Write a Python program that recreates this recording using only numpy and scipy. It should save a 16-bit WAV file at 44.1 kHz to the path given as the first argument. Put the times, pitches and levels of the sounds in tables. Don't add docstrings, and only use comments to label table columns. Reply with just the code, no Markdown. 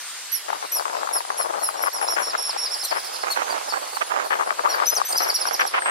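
import sys
import numpy as np
from scipy import signal
from scipy.fft import rfft, irfft, next_fast_len
from scipy.io import wavfile
from scipy.ndimage import uniform_filter1d, minimum_filter1d, map_coordinates

SR = 44100
rng = np.random.default_rng(int(sys.argv[2]) if len(sys.argv) > 2 else 0)


def file_out(sig):
    cols = np.atleast_2d(sig).T
    lim = np.clip(cols, -1, 1)
    pcm = np.round(lim * 32767).astype(np.int16)
    wavfile.write(sys.argv[1], SR, pcm)


N = 260190
TOP_HZ = 15900


def amp(db):
    return 10 ** (np.asarray(db) / 20)


def unit(x):
    return x / np.sqrt(np.mean(x ** 2) + 1e-20)


def along(points, hz):
    f, v = np.transpose(points)
    return np.interp(np.log(hz + 1), np.log(f + 1), v)


def curves(rows):
    s, *cols = np.transpose(rows)
    return [np.interp(np.arange(N) / SR, s, c) for c in cols]


def wobble(rate):
    knots = rng.standard_normal(int(N * rate / SR) + 4)
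    return map_coordinates(knots, [np.arange(N) * rate / SR])


def filtered(x, response):
    m = next_fast_len(N + SR // 4)
    return irfft(rfft(x, m) * response(np.fft.rfftfreq(m, 1 / SR)), m)[..., :N]


def panned(left_db):
    return unit(amp([[left_db / 2], [-left_db / 2]]))


def add(track, s, sound):
    part = track[:, max(round(s * SR), 0):][:, :sound.shape[1]]
    part += sound[:, :part.shape[1]]


def rush(spectrum, alike, patchy_db):
    z = signal.stft(rng.standard_normal((2, N)), nperseg=512)[2]
    field = rng.standard_normal(z.shape[1:])
    field = uniform_filter1d(uniform_filter1d(field, size=6, axis=0), size=12, axis=1)
    pair = signal.istft(z * amp(patchy_db * unit(field)), nperseg=512)[1][:, :N]

    def mid_side_response(hz):
        angle = np.arccos(np.clip(along(alike, hz), -1, 1)) / 2
        return amp(along(spectrum, hz)) * [np.cos(angle), np.sin(angle)]

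    mid, side = filtered(pair, mid_side_response)
    return unit(np.array([mid + side, mid - side]))


# (f/Hz, relative density level/dB)
SURF_SPECTRUM = [(25, -31), (150, -28.5), (300, -18), (600, -11), (1100, -1.5), (2000, -2), (3200, -3),
                 (5000, -2), (7000, -20.5), (15000, -42)]
HISS_SPECTRUM = [(200, -40), (1500, -23), (4000, -3), (6000, 3), (9000, 3.5), (11500, -2.5), (13000, -2),
                 (15800, -21)]
# (f/Hz, coefficient)
SURF_CORRELATION = [(100, 0.31), (300, 0.2), (700, 0.8), (1400, 0.93), (3000, 0.49), (6000, -0.33)]
# (t/s, relative surf level/dB, relative hiss level/dB)
SEA_LEVELS = [(0.0, -44, -47.5), (1.95, -48, -49.5), (2.51, -43, -48.5), (2.63, -44, -48.5),
              (3.79, -44.5, -46), (4.42, -46.5, -49.5), (4.83, -43.5, -48.5), (5.29, -44.5, -48),
              (5.62, -43, -49), (5.9, -46.5, -53.5)]


def sea():
    surf_db, hiss_db = curves(SEA_LEVELS)
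    surf = amp(surf_db + 6.5) * rush(SURF_SPECTRUM, SURF_CORRELATION, patchy_db=1.5)
    hiss = amp(hiss_db + 10.0) * rush(HISS_SPECTRUM, [(3000, 0.21), (8000, -0.54)], patchy_db=3)
    return surf + hiss


THIRD_HZ, THIRD_SKIRT_HZ = 12650, 700
ONSET_SHAKE, ONSET_SHAKE_S = 1.63, 0.0079
RASP_HZ = (5000, 13000)


def voice(pitch, swell_db, db, octave_db, pan_db, shape, sag_db=0, flutter_db=2.0,
          attack=0.0015, release=0.002, port_lag=2.2e-5):
    t = np.arange(len(pitch)) / SR

    def jitter(rate):
        return map_coordinates(rng.standard_normal(256), [t * rate], mode="wrap")

    unsteady = shape["waver"] * (1 + ONSET_SHAKE * np.exp(-t / ONSET_SHAKE_S))
    wavering = pitch * (1 + unsteady * (jitter(82.8) + 0.81 * jitter(441)))
    phase = 2 * np.pi * np.cumsum(wavering) / SR
    gate = np.clip(t / attack, 0, 1) * np.clip((t[-1] - t) / release, 0, 1)
    swell = gate * amp(3.5 + swell_db + shape["rough_db"] * jitter(522))
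    lead = np.pi * pitch * port_lag * np.array([[-1], [1]])
    off_peak_db = 10 * np.log10(1 + ((3 * pitch - THIRD_HZ) / THIRD_SKIRT_HZ) ** 4)
    levels = [db, octave_db - sag_db, octave_db + shape["third_db"] - off_peak_db]
    tone = 0
    for k, level in enumerate(levels, 1):
        partial = np.sin(k * (phase + lead)) * (k * pitch < TOP_HZ)
        tone = tone + amp(level + flutter_db * jitter(158.0)) * partial
    rasp_band = signal.butter(2, RASP_HZ, "band", fs=SR, output="sos")
    noise = signal.sosfilt(rasp_band, rng.standard_normal((2, SR // 3)))
    rasp = amp(octave_db + shape["rasp_db"]) * noise[:, :len(t)]
    return panned(pan_db) * swell * (tone + rasp)


def chirp(length, crest_hz, db, octave_db, pan_db, shape):
    t = np.arange(int((length + 0.0011) * SR)) / SR
    fall = min(shape["fall_s"], length)
    rising = np.clip(1 - t / shape["rise_s"], 0, 1)
    falling = np.maximum((t - length) / fall + 1, 0)
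    glide = 1 + (shape["start"] - 1) * rising ** 2 + (shape["end"] - 1) * falling ** 1.6
    pitch = crest_hz * glide
    accent_db = shape["accent_db"] * np.sin(np.pi * np.minimum(falling, 1))
    swell_db = shape["onset_db"] * rising ** 2 + shape["tail_db"] * falling ** 2 + accent_db
    sag_db = 66 * np.abs(1 - pitch / crest_hz)
    return voice(pitch, swell_db, db, octave_db, pan_db, shape, sag_db=sag_db)


# (f/Hz, T60/s)
CLIFF_T60 = [(3000, 0.48), (6000, 0.2), (11000, 0.26), (15000, 0.12)]


def cliff(x, early_db=4, early_t60=0.18):
    hz, t, z = signal.stft(rng.standard_normal((2, SR // 3)), SR, nperseg=256)
    late = amp(-60 * t / along(CLIFF_T60, hz)[:, None])
    early = amp(early_db - 60 * t / early_t60)
    tail = signal.istft(z * (late + early), SR, nperseg=256)[1]
    tail = tail * np.clip(np.arange(tail.shape[1]) / SR / 0.0085, 0, 1)
    return signal.fftconvolve(x, tail / np.linalg.norm(tail[0]), axes=1)


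# (nominal delay t/s, relative level/dB)
WALL_ECHOES = [(.0065, -26), (.012, -14.5), (0.025, -21.5), (.037, -20.5)]


def add_echoing(track, s, call, wet_db, cliff_db=-8, path_scatter=.1):
    add(track, s, call)
    add(track, s, amp(cliff_db + wet_db) * cliff(call))
    for delay, db in WALL_ECHOES:
        path_s = delay * (1 + path_scatter * rng.standard_normal())
        add(track, s + path_s, amp(db + wet_db) * call[::-1])


def chirps(rows, shape):
    track = np.zeros((2, N))
    for s, *row in rows:
        add_echoing(track, s, chirp(*row, shape), shape["wet_db"])
    return track


# (t/s, length t/s, settled f/Hz, relative level/dB)
WHISTLES = [(0, 0.27, 8630, -47), (0.492, 0.057, 8750, -55), (.66, .08, 8450, -46), (0.8, .1, 8270, -50),
            (5.79, 0.17, 8300, -34.5)]
WHISTLE = dict(rise_s=0.063, fall_s=0.026, start=1.11, end=0.37, onset_db=-8, accent_db=2, tail_db=-3,
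               third_db=-40, waver=0.0055, rough_db=2, rasp_db=-20, wet_db=-0.5)


def whistles():
    rows = [(s, length, hz, db, db - 40, 0) for s, length, hz, db in WHISTLES]
    return chirps(rows, WHISTLE)


# (t/s, length t/s, crest f/Hz, relative fundamental level/dB, relative octave level/dB, L-R level/dB)
PEEPS = [(.315, 0.067, 5860, -34, -24, -7), (.716, 0.073, 5820, -30.5, -22.5, 1.5),
         (1.126, 0.066, 5595, -32.5, -24, -0.5), (1.371, 0.071, 5600, -36.5, -27, 0.5),
         (1.626, 0.054, 5700, -34.5, -22, -1), (1.764, 0.085, 5590, -40, -45, -2),
         (1.816, 0.06, 5720, -40, -27, 1), (1.925, 0.063, 5710, -35, -32, -5),
         (2.006, 0.073, 5510, -41, -32, -1), (2.1, 0.056, 5650, -29.5, -30, -5),
         (2.183, 0.089, 5590, -58, -35.5, -4), (2.712, 0.14, 5450, -52, -38.5, -9),
         (2.94, 0.084, 5500, -59, -40, -9), (3.125, 0.071, 5640, -58, -41, -3),
         (3.86, .06, 5350, -55, -44, 0), (4.05, .06, 5450, -54, -43, 0), (4.26, .06, 5400, -58, -45, -2),
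         (4.45, .06, 5420, -58, -46.5, 0), (4.689, 0.045, 5800, -31.5, -36.5, 1),
         (4.73, 0.031, 4920, -32.5, -40, 1)]
PEEP = dict(rise_s=0.0119, fall_s=.055, start=0.93, end=.88, onset_db=-12, accent_db=2, tail_db=-3.5,
            third_db=7, waver=0.0059, rough_db=1.5, rasp_db=-24.5, wet_db=-2)


def peeps():
    return chirps(PEEPS, PEEP)


# (f/Hz, relative density level/dB)
PORT_SPECTRUM = [(25, -40), (110, -39), (170, -32), (250, -22.5), (370, -12.5), (550, -5.5), (800, -0.5),
                 (1100, -0.5), (1600, -5), (2200, -14.5), (3200, -27), (5000, -50), (12000, -77)]


def port(drive, tilt_db, cross=0.3):
    def colour(hz):
        octaves = np.log2(np.clip(hz, 600, 3000) / 1000)
        return unit(amp(along(PORT_SPECTRUM, hz) + tilt_db * octaves))

    sound = filtered(drive, colour)
    return sound - cross * sound[::-1]


def eddies(count, rate=1100, hiss_db=-21):
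    slap_gains = (rng.random((2, count)) < rate / SR) + amp(hiss_db)
    return np.array([unit(side) for side in slap_gains * rng.standard_normal((2, count))])


# (t/s, L-R level/dB before widening)
WINDWARD = [(0.5, 13), (0.65, 12), (2.17, 11), (2.42, -2.5), (2.98, 6.5), (3.01, -10), (3.4, -15),
            (4.24, -8), (4.32, 4.5), (5.3, 2.5), (5.4, -20), (5.46, 5), (5.52, -17), (5.57, 1),
            (5.85, -1.5), (5.9, 1)]


def windward():
    return curves(WINDWARD)[0]


# (t/s, length t/s)
LULLS = [(0.678, 0.072), (1.221, 0.05), (1.715, 0.028), (1.894, 0.034), (2.142, 0.015), (2.876, 0.027),
         (3.318, 0.011), (4.536, .04), (5.035, .068), (5.343, 0.043), (5.683, .045)]


def lulls(depth_db=-7.5, edge_s=0.0035):
    t = np.arange(N) / SR
    dips = sum(np.clip(np.minimum(t - s, s + length - t) / edge_s + .5, 0, 1) for s, length in LULLS)
    return amp(depth_db * dips)


# (t/s, relative level/dB)
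BREEZE = [(0.5, -44.5), (0.83, -40), (0.96, -36.5), (1.21, -40.5), (1.6, -35.5), (1.85, -40.5),
          (2.15, -36.5), (2.47, -42.5), (3.24, -45), (3.4, -37.5), (3.79, -41), (4.14, -44.5), (4.29, -38),
          (4.82, -40), (5.18, -42.5), (5.9, -36.5)]
BREEZE_DB, BREEZE_FROM_S, BREEZE_LUMPS_DB = 5.5, 0.434, 4


def breeze(fine_db=-0.5, stray_db=-9):
    t = np.arange(N) / SR
    sides = amp(windward() * np.array([[.5], [-.5]]))
    sides = sides / np.sqrt(np.mean(sides ** 2, axis=0))
    level = amp(curves(BREEZE)[0] + BREEZE_DB + BREEZE_LUMPS_DB * wobble(60))
    level = level * lulls() * np.clip((t - BREEZE_FROM_S) / 0.047, 0, 1)
    crackle = amp(fine_db) * eddies(N) + amp(stray_db) * eddies(N, rate=160, hiss_db=-54)
    return port(level * sides * crackle, tilt_db=-6.0)


# (t/s, length t/s, relative level/dB)
PUFFS = [(0.478, 0.093, -31.5), (1.151, 0.026, -28.5), (1.392, 0.051, -30), (1.523, 0.049, -32.5),
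         (1.567, 0.033, -31), (1.614, 0.04, -35), (1.747, 0.029, -34), (1.83, 0.069, -29),
         (2.008, 0.053, -28.5), (2.09, 0.05, -32.5), (2.161, 0.06, -24.5), (2.208, 0.037, -28),
         (2.326, 0.042, -27.5), (2.549, 0.031, -35.5), (2.908, 0.087, -26), (3.229, 0.1, -27),
         (3.356, 0.086, -25), (3.466, 0.13, -28), (3.72, 0.066, -28), (4.007, 0.03, -22.5),
         (4.097, 0.14, -27), (4.229, 0.034, -30), (4.3, 0.053, -24), (4.343, 0.036, -28),
         (4.381, 0.07, -28), (4.466, 0.024, -29), (4.582, 0.038, -29.5), (4.678, 0.18, -27.5),
         (4.916, 0.028, -27.5), (4.959, 0.049, -29), (5.125, 0.047, -28), (5.195, 0.067, -26.5),
         (5.256, 0.064, -26.5), (5.4, 0.037, -30.5), (5.447, 0.053, -30.5), (5.505, 0.053, -31.5),
         (5.592, 0.044, -17.5), (5.733, 0.065, -21), (5.852, 0.06, -23)]
PUFF_DB, PUFF_ATTACK_S, PUFF_RELEASE_S, PUFF_SAG_DB = -0.8, 0.0078, 0.013, 0.5


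def puffs(half_hard_db=-25, blend_db=1.5, side_gain=1.84, flutter_db=1.5):
    t = np.arange(N) / SR
    soft, hard = np.zeros((2, N)), np.zeros((2, N))
    side_db = windward()
    flutter = amp(flutter_db * wobble(130))
    for s, length, db in PUFFS:
        u = t[:int(length * SR)]
        edges = np.clip(u / PUFF_ATTACK_S, 0, 1) * np.clip((length - u) / PUFF_RELEASE_S, 0, 1)
        shape = edges * amp(-PUFF_SAG_DB * u / length) * np.interp(s + u, t, flutter)
        sputter = np.array([unit(side) for side in shape * eddies(len(shape))])
        pan_db = side_gain * np.interp(s + length / 2, t, side_db)
        blow = amp(db + PUFF_DB) * panned(pan_db) * sputter
        hard_share = 1 / (1 + np.exp((half_hard_db - db) / blend_db))
        add(soft, s, np.sqrt(1 - hard_share) * blow)
        add(hard, s, np.sqrt(hard_share) * blow)
    return port(soft, tilt_db=-6.0) + port(hard, tilt_db=10.0)


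# (t/s, relative level/dB, nominal ring f/Hz, L-R level/dB before widening)
SLAPS = [(0.485, -18, 1580, 11), (0.502, -12.5, 665, 3), (0.53, -9.5, 804, 4), (0.627, -16.5, 770, 3),
         (0.768, -18, 970, 7), (0.797, -15.5, 870, 9.5), (0.823, -22, 1160, 8.0), (0.855, -11.5, 1090, 7),
         (0.881, -20, 867, 8.0), (0.899, -16.5, 767, 5), (0.931, -17, 929, 4), (0.95, -18, 993, 4),
         (0.969, -16, 715, 8), (1.032, -13, 832, 6), (1.073, -17, 1150, 12), (1.09, -14, 729, 9.5),
         (1.112, -15.5, 674, 8), (1.156, -13, 845, 11), (1.171, -15, 1020, 8), (1.206, -17, 950, 10),
         (1.251, -21, 794, 7), (1.303, -8.5, 980, 5), (1.345, -21, 720, 8.5), (1.394, -16, 842, 7),
         (1.411, -17, 1230, 9), (1.421, -22, 1160, 10), (1.46, -18, 888, 8), (1.49, -30, 800, 9),
         (1.539, -20, 1030, 10.5), (1.552, -23, 1010, 9.5), (1.59, -21, 890, 13), (1.632, -17, 689, 9),
         (1.644, -26, 926, 8.5), (1.689, -12.5, 1020, 10.5), (1.699, -25, 1030, 8.5), (1.794, -15, 824, 6),
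         (1.838, -9.5, 730, 8), (1.861, -16, 953, 10), (1.87, -11, 1190, 14), (1.879, -13, 1060, 9),
         (1.984, -21.5, 930, 8.0), (2.015, -14.5, 791, 10), (2.027, -12.5, 670, 9),
         (2.045, -14.5, 800, 9.5), (2.086, -12.5, 727, 10.0), (2.104, -17, 700, 9.5),
         (2.124, -17.5, 646, 10), (2.165, -15, 1780, 13), (2.179, -26, 1080, 9.5), (2.206, -18, 972, 9.5),
         (2.223, -20, 746, 11), (2.334, -19, 940, 10), (2.351, -11, 1410, 7), (2.494, -17, 890, 1.5),
         (2.53, -23, 890, 1), (2.563, -15, 800, 11), (2.925, -8.5, 800, 12), (3.42, -16, 1150, -13),
         (3.739, -12, 1560, -10), (3.97, -14, 910, -8.0), (4.018, -19, 869, -10.0), (4.119, -9, 1160, -13),
         (4.164, -13, 1070, -6), (4.198, -11, 1380, -6), (4.306, -12, 816, 8.5), (4.318, -13, 950, 6),
         (4.328, -10, 1650, 10.0), (4.398, -11, 1190, 15), (4.41, -10, 1050, 12), (4.423, -13, 910, 8),
         (4.492, -15.5, 1070, 1), (4.506, -9, 1270, 13), (4.525, -17.5, 1240, 2), (4.594, -14, 1020, 11),
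         (4.651, -13, 1020, 8), (4.656, -8, 1110, 11), (4.66, -8, 1070, 4), (4.743, -10, 1470, 10),
         (4.765, -20, 1210, -2), (4.801, -9.5, 1030, 4), (4.82, -14, 930, 10.5), (4.824, -11, 1290, 7),
         (4.833, -10.5, 925, 7.0), (5.001, -12.5, 1040, 11), (5.016, -7, 1000, 13), (5.221, -17, 832, 2),
         (5.454, -13.5, 1500, 11), (5.474, -12.5, 1080, 7), (5.511, -12, 636, -15), (5.594, -12, 1630, 3.5),
         (5.614, -23, 1450, 5), (5.652, -11, 700, -12), (5.743, -15, 1250, 4), (5.747, -12, 920, -1),
         (5.779, -10.5, 724, -12), (5.821, -9, 1830, 6)]
SLAP_DB, SLAP_T60_S, SLAP_ATTACK_S = -6, 0.0084, 0.00042
SLAP_AGAIN_S, SLAP_AGAIN_DB = 0.00308, -4
CRACK_DB, CRACK_T60_S = 3.5, 0.0047


def slaps(side_gain=2.4, scatter=0.076):
    drive, t = np.zeros((2, N)), np.arange(SR // 40) / SR
    fade = (1 - np.exp(-t / SLAP_ATTACK_S)) * amp(-60 * t / SLAP_T60_S)
    for s, db, hz, pan_db in SLAPS:
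        again_s = SLAP_AGAIN_S * (.5 + rng.random())
        for delay, drop_db in [(0, 0), (again_s, SLAP_AGAIN_DB)]:
            ring_hz = hz * np.exp(scatter * rng.standard_normal((2, 1)))
            ring = np.sin(2 * np.pi * (ring_hz * t + rng.random((2, 1))))
            crack = amp(CRACK_DB - 60 * t / CRACK_T60_S) * rng.standard_normal(ring.shape)
            gains = amp(db + SLAP_DB + drop_db) * panned(side_gain * pan_db)
            add(drive, s + delay, gains * (fade * ring + crack))
    return port(drive, tilt_db=5.5)


# (t/s, length t/s, crest f/Hz, relative fundamental level/dB, relative octave level/dB, L-R level/dB)
CHIPS = [(.783, 0.017, 5050, -34, -54, 1), (1.18, 0.022, 4800, -38, -48, 0),
         (1.39, 0.046, 4480, -44, -54, 2), (1.586, 0.049, 4410, -44, -48.5, 3),
         (1.69, 0.027, 5100, -42.5, -48, -1), (2.667, 0.025, 5380, -28.5, -59, 6),
         (2.752, .022, 5050, -45, -50, -5), (2.846, 0.022, 4455, -29.5, -33, -1),
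         (1.981, .024, 5030, -38, -52, -2), (3.04, 0.028, 4630, -38, -44.5, -2),
         (3.135, .03, 4600, -38.5, -58, -3), (3.21, .026, 4700, -42, -56, -2),
         (3.303, 0.037, 4476, -26.5, -37, 3), (3.498, 0.037, 4750, -35.5, -44.5, 2),
         (3.7, 0.031, 4700, -33, -55, 2), (3.943, 0.034, 4620, -36.5, -41.5, 6),
         (4.238, .036, 4630, -41.5, -46, -7), (4.69, 0.046, 4400, -34.5, -46, -4),
         (5.19, 0.033, 4370, -37, -50, -5), (5.305, .018, 4950, -39, -47, -2),
         (5.368, .016, 4870, -37, -47, -2)]
CHIP = dict(rise_s=0.0086, fall_s=0.0256, start=0.91, end=0.84, onset_db=-7, accent_db=3, tail_db=-11.5,
            third_db=2, waver=0.0053, rough_db=0, rasp_db=2, wet_db=-1)


def chips():
    return chirps(CHIPS, CHIP)


NOTES = [(1.635, 0.12, 4100, -53, -62, 2), (1.916, 0.0063, 4500, -37, -55, -3),
         (2.074, 0.0077, 4180, -36.5, -55, -6), (3.687, 0.018, 5380, -33.5, -44, 5),
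         (3.72, 0.25, 4470, -47.5, -51.5, 0), (4.26, .14, 4400, -54, -62, -3),
         (4.57, 0.067, 4490, -50, -61, 0), (5.081, 0.052, 4350, -48, -31, 0),
         (5.188, 0.01, 5140, -35, -46, 1), (5.2, .2, 5100, -48, -62, 0)]
NOTE = dict(rise_s=0.00456, fall_s=0.015, start=0.718, end=0.97, onset_db=-7, accent_db=2.5, tail_db=2,
            third_db=-9, waver=0.0033, rough_db=-0.5, rasp_db=-4, wet_db=1)


def notes():
    return chirps(NOTES, NOTE)


# (t/s, length t/s, first f/Hz, last f/Hz, relative fundamental level/dB,
# relative octave level/dB, L-R level/dB)
SQUEALS = [(1.67, 0.022, 5150, 5080, -48, -30, -1), (2.081, 0.025, 5490, 5400, -26.5, -32.5, -6),
           (4.857, 0.012, 5000, 5470, -24, -30.5, 2), (4.868, 0.037, 5980, 5890, -19.5, -25, 8),
           (4.906, 0.04, 5030, 5140, -29.5, -36, 3), (4.949, 0.014, 6300, 6300, -27.5, -31, 7),
           (4.963, 0.012, 5840, 5400, -21, -31, 5), (4.972, .014, 5120, 4600, -26, -29.5, 3),
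           (5.049, 0.0247, 5850, 6100, -32, -29.5, 1), (5.071, 0.037, 6330, 6130, -34, -43, 1),
           (5.125, .008, 5300, 4360, -24.5, -34, -1), (5.155, 0.016, 4950, 4980, -24.5, -38, 1)]
SQUEAL = dict(third_db=6, waver=0.0048, rough_db=0.5, rasp_db=-19, wet_db=-5)


def squeals():
    track = np.zeros((2, N))
    for s, length, first_hz, last_hz, db, octave_db, pan_db in SQUEALS:
        pitch = np.linspace(first_hz, last_hz, int((length + 0.0016) * SR))
        add_echoing(track, s, voice(pitch, 0, db, octave_db, pan_db, SQUEAL), SQUEAL["wet_db"])
    return track


CRIES = [(2.222, 0.097, 5490, -30.5, -38, 0), (2.377, 0.14, 5435, -30.5, -33.5, -3),
         (2.574, .099, 5480, -28.5, -36, -2.5)]
CRY = dict(rise_s=0.003, fall_s=0.024, start=1.1, end=0.7, onset_db=2, accent_db=5, tail_db=-11,
           third_db=-20, waver=0.0092, rough_db=2, rasp_db=-24, wet_db=-2)


def cries():
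    return chirps(CRIES, CRY)


TWITTER = [(2.706, 0.044, 5410, -29, -40, -5), (2.786, 0.047, 5250, -32.5, -43, -5),
           (2.871, 0.046, 5330, -33, -42.5, -4), (2.956, 0.049, 5280, -38, -46, -5),
           (3.034, .043, 5270, -39.5, -44, -5), (3.12, 0.047, 5200, -38, -51, -5),
           (3.196, 0.039, 5250, -39.5, -49, 0)]
TWIT = dict(rise_s=0.0151, fall_s=0.013, start=.83, end=.76, onset_db=-5, accent_db=5.5, tail_db=-1.5,
            third_db=0, waver=0.0156, rough_db=2, rasp_db=-5, wet_db=1.5)


def twitter():
    return chirps(TWITTER, TWIT)


# (multiple of the base pitch, relative level/dB)
CROAK_PARTIALS = [(3, -33), (4, -28), (5, -37), (6, -32), (7, -29.5), (8, -37), (9, -39)]


def croak(s=2.833, length=.027, base_hz=1480, sag=0.028, waver=0.0068):
    u = np.linspace(0, 1, int(length * SR))
    pitch = base_hz * (1 - sag * u ** 2 + waver * wobble(500)[:len(u)])
    phase = 2 * np.pi * np.cumsum(pitch) / SR
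    buzz = sum(amp(db) * np.sin(round(k) * phase + 2 * np.pi * rng.random()) for k, db in CROAK_PARTIALS)
    call = panned(1) * np.sqrt(np.abs(np.sin(np.pi * u))) * buzz
    track = np.zeros((2, N))
    add_echoing(track, s, call, wet_db=-2)
    return track


def hoot(s=4.667, length=0.014, start_hz=915, end_hz=1420, db=-25.5, pan_db=18):
    pitch = np.linspace(start_hz, end_hz, int(length * SR))
    tone = np.sin(np.linspace(0, np.pi, len(pitch))) * np.sin(2 * np.pi * np.cumsum(pitch) / SR)
    drive = np.zeros((2, N))
    add(drive, s, amp(db) * panned(pan_db) * tone)
    return port(drive, tilt_db=5.5)


TRILL = [(5.167, 0.023, 5880, -25, -25.5, 2), (5.217, .033, 5760, -28, -29.5, 1),
         (5.277, 0.031, 5680, -27.5, -28, 0), (5.339, 0.028, 5710, -26.5, -27, -0.5),
         (5.399, .03, 5640, -28.5, -29, -2), (5.462, 0.03, 5720, -30.5, -31, -1),
         (5.526, .029, 5770, -30.5, -31.5, -2), (5.591, 0.029, 5780, -36, -38, -3),
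         (5.66, 0.027, 5720, -34.5, -33, -5)]
TICK = dict(rise_s=0.0144, fall_s=.0165, start=0.93, end=0.71, onset_db=-4.5, accent_db=6.5, tail_db=-2,
            third_db=-7, waver=0.0138, rough_db=2.5, rasp_db=-27, wet_db=1)


def trill():
    return chirps(TRILL, TICK)


def birds():
    flock = whistles() + peeps() + chips() + notes() + squeals() + cries() + twitter() + croak() + trill()
    return amp(-0.5) * flock


def scene():
    return sea() + birds() + breeze() + puffs() + slaps() + hoot()


def record(dry):
    needed = np.minimum(1, .83 / (np.abs(dry).max(axis=0) + 1e-9))
    gain = uniform_filter1d(minimum_filter1d(needed, size=181), size=181)
    return filtered(dry * gain, lambda hz: np.clip((TOP_HZ - hz) / 100, 0, 1))


dry = scene()
out = record(dry)
file_out(out)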